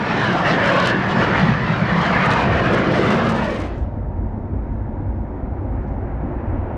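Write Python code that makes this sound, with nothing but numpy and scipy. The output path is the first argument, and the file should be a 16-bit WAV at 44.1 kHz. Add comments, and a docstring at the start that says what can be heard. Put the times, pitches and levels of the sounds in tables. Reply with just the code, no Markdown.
"""A jet takes off far across an airfield at night. At first a blast of wind scours the one microphone
of a turning camera: eddies roar, crackle and ring in its port and boom against the body.
After three and a half seconds the microphone is in the lee. The jet's deep rumble and distant roar
take over and slowly grow, a faint turbine whine sinks into them, and fingers brush the casing."""
import sys
import numpy as np
from scipy import signal
from scipy.fft import rfft, irfft, next_fast_len
from scipy.io import wavfile
from scipy.ndimage import uniform_filter1d, map_coordinates

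SR = 44100
rng = np.random.default_rng(int(sys.argv[2]) if len(sys.argv) > 2 else 0)


def wav_record(signal):
    """Record a signal, one row per channel, as 16-bit PCM in the file named by sys.argv[1]."""
    frames = np.transpose(np.atleast_2d(signal))
    bounded = np.clip(frames, -1, 1)
    # unit amplitude maps onto the largest positive 16-bit level
    quanta = np.round(bounded * 32767).astype(np.int16)
    wavfile.write(sys.argv[1], SR, quanta)


N = 298557

# short gusts that rasp and crackle in the port: t/s, half-length/s, rasp level/dB, crackle level/dB
PORT_GUSTS = [(0.256, 0.14, -31, -67), (0.535, 0.023, -30, -70), (0.684, 0.048, -34, -54),
              (0.803, 0.027, -30, -66.5), (0.879, 0.027, -26.5, -50), (1.112, 0.02, -30, -60),
              (1.23, 0.036, -31, -66), (1.417, 0.035, -34, -77), (2.05, 0.064, -33, -61),
              (2.26, 0.0098, -46, -53), (2.33, 0.016, -32, -55), (2.394, 0.027, -36, -55),
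              (2.737, 0.012, -37, -47.5), (2.79, 0.012, -49, -56), (2.92, 0.011, -34, -60),
              (2.963, 0.021, -34, -54), (3.02, 0.039, -35.5, -52), (3.12, 0.022, -35, -52),
              (3.178, 0.018, -50, -56), (3.255, 0.012, -36, -53), (3.3, 0.016, -53, -52),
              (3.364, 0.036, -47, -54), (3.447, 0.012, -40, -52), (3.517, 0.029, -42, -51.5),
              (3.563, 0.012, -39, -53), (3.604, 0.013, -49, -51), (3.662, 0.033, -59, -57),
              (3.806, 0.028, -54, -54)]


def amp(db):
    """Decibels to gain."""
    return 10 ** (np.asarray(db) / 20)


def unit(x):
    """x at rms 1."""
    return x / np.sqrt(np.mean(x ** 2) + 1e-20)


def clock():
    """The time of each sample in seconds."""
    return np.arange(N) / SR


def curve(points):
    """An envelope of straight lines through (t/s, value) points."""
    return np.interp(clock(), *np.transpose(points))


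def swells(rows):
    """The summed gain of bell-shaped swells: t/s, half-length/s, level/dB."""
    return sum(amp(db) * np.exp(-.5 * ((clock() - s) / length) ** 2) for s, length, db in rows)


def wobble(rate):
    """A smooth random curve, rate knots a second."""
    knots = rng.standard_normal(int(N * rate / SR) + 4)
    return map_coordinates(knots, [clock() * rate], mode="nearest")


def filtered(x, response):
    """x through a gain that depends on frequency."""
    size = next_fast_len(N + 8192)
    return irfft(rfft(x, size) * response(np.fft.rfftfreq(size, 1 / SR)), size)[:N]


def coloured(x, eq):
    """x through an EQ curve of (f/Hz, level/dB) points on a log axis."""
    f, db = np.transpose(eq)
    return filtered(x, lambda hz: amp(np.interp(np.log(hz + 1), np.log(f), db, left=-120, right=-120)))


def steadied(x, seconds):
    """x at rms 1, its slow swells evened out and its fast flutter kept."""
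    power = np.abs(uniform_filter1d(x ** 2, size=int(seconds * SR) + 1))
    return unit(x / np.sqrt(power + 1e-9))


def turbulence(eq, patchy_db):
    """Coloured noise of rms 1 whose bands fade in and out in random patches."""
    bands = signal.stft(rng.standard_normal(N), nperseg=1024)[2]
    patches = uniform_filter1d(rng.standard_normal(bands.shape), size=3, axis=0)
    patches = unit(uniform_filter1d(patches, size=12, axis=1))
    noise = signal.istft(bands * amp(patchy_db * patches), nperseg=1024)[1][:N]
    return unit(coloured(noise, eq))


def narrow_noise(hz, width_hz):
    """Noise of rms 1 in one resonance, which may glide."""
    phase = 2 * np.pi * np.cumsum(hz * np.ones(N)) / SR
    band = lambda: filtered(rng.standard_normal(N), lambda f: 1 / (1 + (2 * f / width_hz) ** 2) ** 1.16)
    return unit(band() * np.cos(phase) + band() * np.sin(phase))


def pop_train(rate, spread_db):
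    """Pressure jumps of random size at random moments, about rate a second."""
    chance, size = rng.random(N), rng.standard_normal(N)
    return unit((chance < rate / SR) * amp(spread_db * np.minimum(size, 2.5)))


def exposure(cut_s, fade_s):
    """Fades from 1 to 0 as the microphone turns out of the wind."""
    return .5 - .5 * np.tanh((clock() - cut_s) / fade_s)


def head_on():
    """Fades from 1 to 0 as the port turns from facing the wind to lying aslant."""
    return exposure(cut_s=2.7, fade_s=.35)


def wind_db():
    """How far the wind is above its usual strength."""
    # wind on the microphone: t/s, level/dB
    strength = [(0.0, -28.5), (0.25, -25), (0.43, -24), (0.47, -18), (0.58, -25), (0.6, -20.5), (0.92, -23),
                (0.96, -27), (1.1, -25), (1.4, -21.5), (1.58, -30), (1.86, -27.5), (2.01, -22.5),
                (2.3, -19.5), (2.5, -24), (2.78, -23.5), (2.84, -27.5), (3.08, -23), (3.42, -28),
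                (3.76, -38.5), (3.9, -44)]
    usual_db = -24
    return curve(strength) - usual_db


def jet_growth(start_s=3.9):
    """Seconds squared since start_s: the shape of the jet's ever faster crescendo in dB."""
    return np.maximum(clock() - start_s, 0) ** 2


def scuffs():
    """Fingers shift softly on the casing."""
    # light touches: t/s, half-length/s, level/dB
    touches = [(4.378, .004, -74), (4.783, .005, -75.5), (5.836, .007, -71), (5.883, .010, -68.5),
               (5.94, 0.021, -77), (6.48, .008, -76)]
    friction_eq = [(2000, -9), (4500, 3.5), (6000, -1), (7500, -13.5), (8200, -35)]
    return swells(touches) * turbulence(friction_eq, patchy_db=4)


def jet_rumble():
    """The jet's low end throbs in two humps and surges now and then; it is leaner while the gusts last."""
    # slow course of the rumble, and its brief surges: t/s, level/dB
    course = [(0, -37.5), (1.1, -37), (1.5, -29), (2.2, -32.5), (3.4, -31), (3.8, -26), (4.3, -22.5),
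              (4.42, -28.5), (4.55, -25), (5.2, -24.5), (5.31, -30), (5.45, -24.5), (6.25, -25.5),
              (6.77, -27.5)]
    surges = [(2.6, -26), (3.81, -22), (4.2, -28), (4.58, -25), (4.76, -25), (5.11, -24.5), (5.76, -23),
              (5.92, -28), (6.5, -22.5), (6.6, -23)]
    # the bass bed: f/Hz, level/dB
    bed_eq = [(15, -23.5), (25, -15.5), (36, -3.5), (45, -11), (58, 1.5), (72, -12), (82, -4), (94, -1),
              (112, -11.5), (140, -24.5), (220, -46)]
    # narrow humps on that bed: f/Hz, width/Hz, relative level/dB
    hump_bands = [(58, 24, -2.5), (94, 32, -5.5)]
    surge_gain = swells([(s, 0.038, db) for s, db in surges])
    gain = np.hypot(amp(curve(course) + 0.54 * wobble(9.3)), surge_gain)
    humps = sum(amp(db) * narrow_noise(hz, width_hz) for hz, width_hz, db in hump_bands)
    deep = turbulence(bed_eq, patchy_db=0) + humps
    lean = coloured(deep, [(15, -22.5), (30, -9.5), (45, -11.5), (75, -3.5), (250, 3.5)])
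    gusty = exposure(cut_s=3.8, fade_s=.2)
    return gain * steadied(gusty * lean + (1 - gusty) * deep, seconds=0.17)


def jet_exhaust():
    """Exhaust noise dulled by distance: over a faint steady hiss, the brighter layers grow faster."""
    # exhaust layers from low to high: f/Hz, level/dB
    drone_eq = [(90, -20), (130, 1.5), (175, -5), (222, 1.2), (270, -0.9), (310, -3.5), (365, -4),
                (425, -13), (560, -28.5)]
    middle_eq = [(380, -13.5), (480, 0), (560, 0.5), (680, -1.5), (820, -2.5), (960, -4.5), (1080, -16.5),
                 (1600, -44.5)]
    wash_eq = [(600, -16), (1050, 1), (1300, -0.5), (1700, -4), (2100, -9.5), (2600, -20), (3500, -35),
               (5000, -46), (7300, -54.5), (8000, -56)]
    edge_eq = [(1500, -13.5), (2300, 4.5), (3000, -5), (4200, -23)]
    hiss_eq = [(2500, -3.5), (3500, 0.0), (5000, -7), (7400, -12.0), (8100, -30.5)]
    # swells of the drone: t/s, half-length/s, level/dB
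    drone_swells = [(4.0, 0.022, -33), (4.4, 0.051, -33.5), (4.55, 0.022, -29), (5.0, 0.042, -33),
                    (5.82, 0.065, -32), (6.29, 0.044, -27)]
    growth = jet_growth()
    drone_gain = np.hypot(amp(-32 + 0.33 * growth + 0.14 * wobble(19)), swells(drone_swells))
    drone = drone_gain * steadied(turbulence(drone_eq, patchy_db=2.5), seconds=0.23)
    middle = amp(-39 + 0.65 * growth + 0.5 * wobble(21)) * turbulence(middle_eq, patchy_db=1.0)
    wash = amp(-50 + 1.02 * growth + 0.71 * wobble(22)) * turbulence(wash_eq, patchy_db=1.0)
    hiss = amp(-76.5) * turbulence(hiss_eq, patchy_db=2.0)
    edge = amp(-79 + 2.5 * growth) * turbulence(edge_eq, patchy_db=0.5)
    return drone + middle + wash + edge + hiss


def jet_turbine():
    """A blurred hum and a whine that wavers with the shaft speed; both sink as the roar grows."""
    # whine partials: f/Hz, amplitude before the fade/dB
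    partials = [(460, -58.5), (928, -46.3), (1586, -70.5)]
    fade_db = -1.5 * jet_growth()
    hum = amp(-40.3 + fade_db) * steadied(narrow_noise(221, width_hz=8.7), seconds=0.4)
    shaft_speed = 1 + 0.0037 * wobble(5.5) + 0.007 * wobble(60)
    phase_per_hz = 2 * np.pi * np.cumsum(shaft_speed) / SR
    whine = sum(amp(db + fade_db + 2.1 * wobble(11)) * np.sin(hz * phase_per_hz) for hz, db in partials)
    return hum + whine


def buffeting():
    """Large slow eddies boom, howl and throb against the camera body."""
    # envelopes of boom and howl: t/s, relative level/dB
    boom_course = [(0.04, -29), (0.14, -23.5), (1.11, -23), (1.17, -17), (1.23, -24.5), (1.49, -17),
                   (1.6, -21.5), (2.2, -21), (2.6, -21), (3.29, -22.5), (3.7, -36.5)]
    howl_course = [(0.0, -28.5), (0.17, -25.5), (0.84, -21.5), (1.02, -29), (1.22, -22.5), (1.59, -28),
                   (2.5, -22), (2.95, -17.5), (3.35, -25), (3.6, -25.5), (3.8, -22.5)]
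    # their tone colours: f/Hz, level/dB
    boom_eq = [(60, -46.5), (85, -25.5), (108, -1.5), (150, -0.5), (190, 2), (225, -2), (270, -14),
               (400, -32)]
    howl_eq = [(190, -25.5), (270, 1), (330, 3.5), (410, 1.5), (540, 3.5), (680, -1.5), (820, -12),
               (980, -11), (1300, -30.5)]
    # big eddies that throb at one pitch: t/s, half-length/s, f/Hz, level/dB
    eddies = [(0.005, 0.025, 200, -23), (0.276, 0.019, 210, -24.5), (1.165, 0.023, 195, -20),
              (1.442, 0.0097, 170, -16.5), (1.477, 0.021, 185, -27.5), (1.532, 0.021, 135, -17),
              (1.703, 0.016, 170, -19), (1.822, 0.0082, 172, -15), (1.908, 0.028, 175, -20.5),
              (1.975, 0.032, 191, -20.5), (2.552, 0.096, 81.8, -25), (2.79, 0.027, 195, -21),
              (3.234, 0.25, 225, -23.5)]
    boom_gain = amp(curve(boom_course) + .6 * wobble(9.9))
    boom = boom_gain * steadied(turbulence(boom_eq, patchy_db=2.5), seconds=0.17)
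    howl_gain = amp(curve(howl_course) - 1.75 + 0.63 * wobble(15.0))
    howl = howl_gain * steadied(turbulence(howl_eq, patchy_db=1.5), seconds=0.078)
    throbs = sum(swells([(s, length, db)]) * steadied(narrow_noise(hz, width_hz=36), seconds=0.073)
                 for s, length, hz, db in eddies)
    return boom + howl + throbs


def skim():
    """One gust skims the edge of the port: a thin, airy hiss swells into a lower, fuller one."""
    thin_eq = [(4000, -10), (6000, 4), (9000, -8), (12000, -20), (15200, -24)]
    full_eq = [(2500, -8), (4000, 4.5), (5200, 0.5), (6500, -11), (9500, -31), (12000, -45)]
    thin = swells([(0.474, .02, -52)]) * turbulence(thin_eq, patchy_db=4)
    full = swells([(0.503, .021, -33.5)]) * turbulence(full_eq, patchy_db=3)
    return thin + full


def port_notes():
    """Air blows hollow notes in the microphone port, each sinking as the camera turns."""
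    # notes at changing angles of the air: t/s, half-length/s, f/Hz, level/dB
    notes = [(0.17, 0.054, 310, -26.5), (0.33, 0.052, 310, -28), (0.36, 0.017, 726, -20.5),
             (0.4, 0.012, 910, -21), (0.5, 0.086, 691, -27), (0.74, 0.064, 575, -20.5),
             (0.55, 0.03, 310, -23.5), (0.72, .07, 300, -29.5), (0.93, 0.061, 300, -24.5),
             (1.1, 0.038, 340, -26.5), (1.28, 0.084, 320, -25), (1.7, .1, 900, -35.5),
             (2.13, 0.064, 750, -28), (2.72, 0.02, 442.7, -19), (2.795, 0.008, 500, -17.5),
             (3.0, 0.029, 360, -19), (3.14, 0.038, 380, -25.5), (3.22, .06, 640, -27),
             (3.476, 0.11, 528, -27)]
    sag_hz_per_s = 350
    hollow = np.zeros(N)
    for s, length, hz, db in notes:
        pitch_hz = hz - sag_hz_per_s * np.clip(clock() - s, -.5, .5)
        hollow += swells([(s, length, db)]) * steadied(narrow_noise(pitch_hz, width_hz=220), seconds=0.12)
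    return hollow


def port_ring():
    """The wind excites a narrow ring in the port, strongest head on."""
    # gusts that set it going: t/s, half-length/s, relative level/dB
    gusts = [(0.26, 0.07, -24), (0.475, 0.02, -25.5), (0.63, 0.04, -22), (0.695, 0.0093, -22),
             (0.905, 0.0066, -18.5), (2.165, 0.0074, -18), (2.26, 0.04, -27)]
    whistle = narrow_noise(1735 + 55 * wobble(8), width_hz=260)
    gain = np.hypot(amp(-31 + 0.74 * wind_db() + 3.3 * wobble(16)), swells(gusts))
    return gain * (0.43 + 0.46 * head_on()) * steadied(whistle, seconds=0.057)


def wind_ticks():
    """Each sharp tick is one pressure jump with its treble rolled off, and a brief sputter after it."""
    # ticks in the rush: t/s, peak level before the EQ/dB, treble roll-off/(dB per kHz)
    ticks = [(0.2454, -19.5, 3.9), (0.33, -22, 4.6), (0.3912, -22, 5), (0.641, -23, 4.3),
             (0.6601, -20, 3.1), (0.7017, -23.5, 4.5), (0.7387, -23, 4.2), (0.7679, -23, 4),
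             (0.8013, -11, 4.2), (0.8267, -18.5, 4.5), (0.8595, -14, 4), (0.8736, -10.5, 2.7),
             (0.9031, -22, 3.7), (1.3717, -27, 4.4), (1.3976, -20, 4.8), (1.498, -29, 4.6),
             (2.0173, -23, 4.5), (2.0641, -23.5, 4.8), (2.2629, -21.5, 3.3), (2.3068, -15.5, 4),
             (2.3147, -12.5, 4.7), (2.3246, -19.5, 3.3), (2.3365, -17.5, 4.4), (2.7116, -26, 4.6),
             (2.7375, -25, 3.4), (2.7474, -25, 3.4), (3.1078, -25, 3.8), (3.3025, -21, 3.9),
             (3.4446, -28, 3.2), (3.5076, -29, 3.3), (3.5439, -31, 3.3), (3.6084, -32.5, 3.1)]
    # EQ over all the ticks: f/Hz, level/dB
    tick_eq = [(2000, 0), (9000, 0), (12000, -4), (14000, -10), (15200, -18)]
    size, low_cut_hz, sputter_s = SR // 100, 3000, .0008
    hz = np.fft.rfftfreq(size, 1 / SR)
    t = (np.arange(size) - size // 2) / SR
    low_cut = hz ** 4 / (hz ** 4 + low_cut_hz ** 4)
    snaps = np.zeros(N)
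    for s, db, rolloff_db in ticks:
        sputter = .12 * (t > 0) * np.exp(-np.abs(t) / sputter_s) * rng.standard_normal(size)
        jump = (t == 0) + sputter
        snap = irfft(rfft(jump) * amp(-rolloff_db * hz / 1000) * low_cut, size)
        snaps[round(s * SR) - size // 2:][:size] += amp(db) * snap / np.abs(snap).max()
    return coloured(snaps, tick_eq)


def wind_crackle(flutter):
    """Strong gusts spit pops of very uneven size over a softer hiss."""
    # tone colours of pops and hiss: f/Hz, level/dB
    pop_eq = [(1000, -6.5), (3500, 1), (6000, 6.5), (8000, -2), (10000, -10), (12500, -19.5), (15000, -39)]
    hiss_eq = [(1000, -7), (3500, -5), (6000, 4.5), (8000, 0), (10000, -9), (12500, -16.5), (15000, -34)]
    gust_gain = swells([(s, length, db) for s, length, _, db in PORT_GUSTS])
    gain = np.hypot(amp(-65 + 0.71 * wind_db()), gust_gain)
    pops = amp(2.5 + 1.8 * flutter) * unit(coloured(pop_train(rate=1300, spread_db=9.5), pop_eq))
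    hiss = amp(-2.0 + 1.2 * flutter) * turbulence(hiss_eq, patchy_db=6.0)
    return gain * (pops + hiss)


def wind_rasp(flutter):
    """Strong gusts rasp in the port: dense, nearly even pressure jumps blend with patchy noise."""
    # tone colour of the rasp: f/Hz, level/dB
    rasp_eq = [(1800, -29.5), (2900, 5), (3500, 0), (4300, -4), (5300, -9.5), (7000, -21), (9000, -34.5),
               (12000, -61.5), (15000, -67)]
    gust_gain = swells([(s, length, db) for s, length, db, _ in PORT_GUSTS])
    gain = np.hypot(amp(-34 + 0.68 * wind_db()), gust_gain) * amp(0.97 * flutter)
    grit = unit(coloured(pop_train(rate=1500, spread_db=2.0), rasp_eq))
    return gain * (amp(-7.0) * grit + amp(-6.0) * turbulence(rasp_eq, patchy_db=4.0))


def wind_roar(flutter):
    """Fine eddies roar at the edge of the port, duller as it turns away."""
    # tone colour head on, and the EQ added once the port lies aslant: f/Hz, level/dB
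    roar_eq = [(450, -14), (700, -3.5), (800, -6), (930, -3.5), (1130, -2), (1300, -3.5), (1450, -5),
               (1750, -7), (2050, -8.7), (2300, -12), (2700, -15.5), (3300, -29.5), (5000, -47)]
    aslant_eq = [(400, 0), (850, 2), (1400, -1.2), (2100, -1.8), (3000, -0.5), (5000, 0)]
    # brief flares of the roar: t/s, half-length/s, level/dB
    flares = [(0.12, 0.017, -21.5), (0.79, 0.025, -20.5), (1.22, 0.014, -20), (1.355, 0.0071, -17),
              (2.14, .012, -28.5), (3.42, 0.027, -30)]
    gain = np.hypot(amp(-22 + 0.76 * wind_db() + 0.77 * flutter), swells(flares))
    eddies = steadied(turbulence(roar_eq, patchy_db=3.0), seconds=0.079)
    return gain * (head_on() * eddies + (1 - head_on()) * coloured(eddies, aslant_eq))


def scene():
    """The wind crossfades into the far jet's roar over a lasting rumble."""
    flutter = wobble(27.75)  # shakes roar, rasp and crackle together
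    blast = wind_roar(flutter) + wind_rasp(flutter) + wind_crackle(flutter)
    port = blast + port_notes() + port_ring() + wind_ticks() + skim()
    port_gain = exposure(cut_s=3.687, fade_s=0.18)
    body_share = exposure(cut_s=3.62, fade_s=0.11)
    wind = port_gain * port + np.sqrt(body_share) * buffeting()
    jet = np.sqrt(1 - body_share) * (jet_exhaust() + jet_turbine()) + jet_rumble()
    return (wind + jet + scuffs())[None]


def record(dry):
    """The microphone rounds the highest peaks and keeps nothing above its band limit."""
    ceiling, top_hz = .6, 15250
    rounded = dry[0] / (1 + np.abs(dry[0] / ceiling) ** 8) ** (1 / 8)
    return filtered(rounded, lambda hz: hz < top_hz)[None]


dry = scene()
out = record(dry)
wav_record(out)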